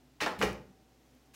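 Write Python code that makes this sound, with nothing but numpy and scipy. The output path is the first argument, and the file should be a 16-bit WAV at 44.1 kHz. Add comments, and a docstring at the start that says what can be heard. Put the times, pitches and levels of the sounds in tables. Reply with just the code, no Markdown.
"""In a quiet kitchen a microwave door is pushed shut: latch hooks strike and scrape their catches and snap in,
then the door slaps its frame and the hollow cabinet booms. Contacts are bursts of random impulses, band-limited
by hardness, that excite decaying door modes and a diffuse field from the hard walls; the boom is a set of softly
driven low modes. Bright ticks and a late rustle are shaped noise, over air noise, hum and faint appliance tones."""
import sys
import numpy as np
from scipy import signal
from scipy.fft import rfft, irfft, next_fast_len
from scipy.io import wavfile

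SR = 44100
rng = np.random.default_rng(int(sys.argv[2]) if len(sys.argv) > 2 else 0)


def invert_db(level):
    """Linear amplitude ratio for a level in decibels (20 dB per decade), elementwise."""
    return 10 ** (np.asarray(level, dtype=float) / 20)


def dump(signal):
    """Clip the signal to [-1, 1] and save it as 16-bit WAV at the path in sys.argv[1]."""
    limited = np.clip(np.atleast_2d(signal).T, -1, 1)
    pcm = np.round(limited * 32767).astype(np.int16)
    wavfile.write(sys.argv[1], SR, pcm)


N = 59535
T = np.arange(N) / SR  # time axis, s

# Latch and frame contacts: start_s, level_db, rattle_length_s, low_edge_hz, high_edge_hz, treble_share_db
LATCH_CONTACTS = [(.2032, -36, 0.018, 1530, 3340, -25), (.2125, -35.5, 0.035, 504, 4450, -55),
                  (.21, -40, 0.031, 113, 503, -18), (.2607, -37, 0.0042, 2500, 5700, -23),
                  (.2632, -21, .0006, 400, 1500, -30), (0.2659, -36.5, 0.023, 540, 2050, -28),
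                  (.3885, -48.5, 0.066, 2320, 5560, -9.5), (0.377, -51, 0.032, 99, 308, -50),
                  (.405, -37, 0.0048, 148, 505, -36), (.4128, -30, 0.0097, 650, 2720, -30),
                  (.4135, -44, 0.044, 3380, 7200, -15), (0.4232, -28.5, 0.0093, 830, 3060, -22),
                  (.4275, -32.5, 0.021, 154, 960, -24)]
RATTLE_PER_S, SPREAD_DB = 9000, 3  # mean impact rate, standard deviation of impact level
RISE_S = 0.0017  # a contact closes over this time
# Door and casing modes: pitch_hz, relative_level_db, t60_s
DOOR_MODES = [(195, 4, 0.074), (247, -1, 0.098), (316.4, -1, 0.089), (353.5, -0.5, 0.078), (499, 6, 0.041),
              (607, 4.5, 0.036), (879.6, 1.5, 0.061), (970, 2.5, 0.029), (1463, -15.5, 0.025),
              (1780, -26, .03), (2410, -0.5, 0.0083), (2450, -27, 0.013), (3050, 6.5, 0.0067),
              (4920, 3.5, 0.0033)]
RING_DB = -7  # door ringing relative to the contact

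# Soft pushes that make the cabinet boom: start_s, level_db, rise_s
CABINET_PUSHES = [(0.212, -56, 0.053), (0.374, -48.5, 0.016), (0.442, -38, 0.0186)]
# Cabinet modes: pitch_hz, level_re_push_db, t60_s
CABINET_MODES = [(52.7, -20, 0.45), (60.8, 5, 0.35), (99.3, 0, 0.32), (136.5, -3, 0.12)]

# Bright dry ticks and fizzes: start_s, peak_db (envelope before the high-pass), decay_s
BRIGHT_TICKS = [(.2615, -46, .02), (.3885, -38, .009), (.5305, -37, .0022), (1.1505, -50, .001),
                (1.2605, -56, .002)]
TICK_HZ = 10500  # high-pass corner
# Rustle spectrum: frequency_hz, relative_density_db (per Hz)
RUSTLE_SPECTRUM = [(470, -40), (800, -11.5), (2440, -9.5), (2870, -8.5), (4180, -14.5), (6090, -12),
                   (16000, -9)]
RUSTLE_S, RUSTLE_DB, RUSTLE_RISE_S = 1.334, -50.5, 0.01  # onset, rms level once risen, rise time

# Reverberation of the kitchen: frequency_hz, t60_s
KITCHEN_DECAY = [(60, 1), (180, 0.58), (330, 0.36), (510, 0.45), (1000, 0.38), (2000, 0.37), (4000, 0.34),
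                 (8000, .3), (14000, 0.34)]
WET_DB, WALL_S, BUILD_S = -3, 0.0013, 0.0063  # reverberant level, first delay, build-up time

# Air noise spectrum: frequency_hz, relative_density_db (per Hz)
AIR_SPECTRUM = [(15, -66), (35, -24), (60, -19), (87, -12), (130, -13.5), (260, -5), (420, -11.5),
                (800, -17.5), (1100, -22.5), (4500, -29.5), (7500, -30), (10000, -29.5), (16000, -24.5)]
# Air noise level over time: time_s, relative_level_db (AIR_OVER_DB is added)
AIR_LEVEL = [(0.85, -76), (1.134, -74.5), (1.32, -75.5)]
AIR_OVER_DB = 12
# Wavering appliance tones: pitch_hz, rms_level_db, waver_width_hz (offset where amplitude halves)
APPLIANCE_TONES = [(131, -70.5, 10), (254, -68.5, 3.3), (765, -78, 3)]
MAINS_HZ, MAINS_DB = 59.5, -67  # steady hum: pitch, peak level

# Microphone colour: frequency_hz, gain_db
MIC_RESPONSE = [(30, 1.5), (100, -3.5), (6000, 1.5), (9500, -6), (14000, -10), (16000, -12)]
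TOP_HZ = 15900  # upper band limit


def unit(x):
    """Normalization: scale to rms 1."""
    return x / np.sqrt(np.mean(x ** 2) + 1e-20)


def along(points, hz):
    """Interpolation of (frequency_hz, value) points on a logarithmic frequency axis."""
    f, v = np.transpose(points)
    return np.interp(np.log(hz + 1), np.log(f + 1), v)


def filtered(x, response):
    """Linear filtering: the spectrum is multiplied by a complex response of frequency."""
    m = next_fast_len(N + SR // 2)  # zero padding keeps tails from wrapping round
    return irfft(rfft(x, m) * response(np.fft.rfftfreq(m, 1 / SR)), m)[:N]


def high_pass(f, corner_hz):
    """Two cascaded first-order high-pass sections."""
    ratio = 1j * f / corner_hz
    return (ratio / (1 + ratio)) ** 2


def hiss(spectrum):
    """Spectral shaping: white noise coloured by a spectrum, at rms 1."""
    return unit(filtered(rng.standard_normal(N), lambda hz: invert_db(along(spectrum, hz))))


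def latch():
    """Impact excitation: bursts of tiny impacts, banded by contact hardness, drive the door and the walls."""
    out = np.zeros(N)
    for start, level_db, length, low_hz, high_hz, treble_db in LATCH_CONTACTS:
        struck = rng.random(N) < RATTLE_PER_S / SR
        struck[round((start + RISE_S) * SR)] = True  # at least one impact, once closed
        polarity = rng.choice([-1, 1], N)
        strength = invert_db(SPREAD_DB * rng.standard_normal(N))
        closing = np.clip((T - start) / RISE_S, 0, 1)
        fading = np.exp(-((T - start) / length) ** 2)
        impacts = struck * polarity * strength * closing * fading

        def hardness(f):
            """Low-pass cutoff set by contact stiffness, with a share of treble passing it."""
            r = f / high_hz
            low_pass = 1 / (1 + 1j * np.sqrt(2) * r - r ** 2) ** 2
            return high_pass(f, low_hz) * (low_pass + invert_db(treble_db))

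        hit = filtered(impacts, hardness)
        # energy set so that level_db is the rms over the rattle length
        hit = invert_db(level_db) * hit / np.linalg.norm(hit) * np.sqrt(length * SR)
        ringing = signal.fftconvolve(hit, ring(DOOR_MODES))[:N]
        near = hit + invert_db(RING_DB) * ringing
        out += near + invert_db(WET_DB) * kitchen(near)
    return out


def ring(modes):
    """Modal superposition: unit-energy impulse response of decaying sines with alternating sign."""
    t = T[:SR // 2]
    response = np.zeros(len(t))
    for k, (hz, level_db, t60) in enumerate(modes):
        response += (-1) ** k * invert_db(level_db - 60 * t / t60) * np.sin(2 * np.pi * hz * t)
    return response / np.linalg.norm(response)


def cabinet():
    """Soft modal excitation: the door's air cushion and weight set the low modes going gradually."""
    out = np.zeros(N)
    for start, push_db, rise in CABINET_PUSHES:
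        t = np.clip(T - start, 0, None)
        for hz, mode_db, t60 in CABINET_MODES:
            decay = invert_db(push_db + mode_db - 60 * t / t60)
            out += decay * (1 - np.exp(-t / rise)) * np.sin(2 * np.pi * hz * t)
    return out


def ticks():
    """Transient noise: abrupt onsets with exponential decay, high-passed to sound bright and dry."""
    envelope = np.zeros(N)
    for start, peak_db, decay in BRIGHT_TICKS:
        envelope += invert_db(peak_db) * (T > start) * np.exp(-np.abs(T - start) / decay)
    return filtered(envelope * rng.standard_normal(N), lambda f: high_pass(f, TICK_HZ))


def rustle():
    """Friction-like broadband noise: a coloured hiss that sets in late with a linear rise."""
    rise = np.clip((T - RUSTLE_S) / RUSTLE_RISE_S, 0, 1)
    return invert_db(RUSTLE_DB) * rise * hiss(RUSTLE_SPECTRUM)


def kitchen(x):
    """Diffuse reverberation: a fresh noise tail builds up quickly, each frequency dying at its own rate."""
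    hz, t, z = signal.stft(rng.standard_normal(SR), SR, nperseg=256)
    decay = invert_db(-60 * t / along(KITCHEN_DECAY, hz)[:, None])
    tail = signal.istft(z * decay, SR, nperseg=256)[1]
    tail = tail * np.clip((np.arange(len(tail)) / SR - WALL_S) / BUILD_S, 0, 1)
    return signal.fftconvolve(x, tail / np.linalg.norm(tail))[:N]


def appliances():
    """Narrow-band noise: resonant filtering of white noise gives wavering tones."""
    out = np.zeros(N)
    for pitch, level_db, width in APPLIANCE_TONES:
        tone = filtered(rng.standard_normal(N), lambda f: 1 / (1 + ((f - pitch) / width) ** 2))
        out += invert_db(level_db) * unit(tone)
    return out


def mains_hum():
    """Simple harmonic oscillation: one steady low sine."""
    return invert_db(MAINS_DB) * np.sin(2 * np.pi * MAINS_HZ * T)


def air():
    """Stationary-spectrum noise: coloured room hiss whose level drifts slightly."""
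    time, level_db = np.transpose(AIR_LEVEL)
    return invert_db(AIR_OVER_DB + np.interp(T, time, level_db)) * hiss(AIR_SPECTRUM)


def scene():
    """Linear superposition of door, cabinet, small sounds and the quiet room, on one channel."""
    door = latch() + cabinet()
    small_sounds = ticks() + rustle()
    room_tone = appliances() + mains_hum() + air()
    return (door + small_sounds + room_tone)[None]


def top_cut(x):
    """Nothing passes above the cut-off."""
    return signal.sosfilt(signal.butter(12, 16470, fs=SR, output="sos"), x)


def record(dry):
    """Frequency response of the microphone, with a sharp upper band limit."""
    mix = filtered(dry[0], lambda hz: invert_db(along(MIC_RESPONSE, hz)) * (hz < TOP_HZ))[None]
    return top_cut(mix)


dry = scene()
out = record(dry)
dump(out)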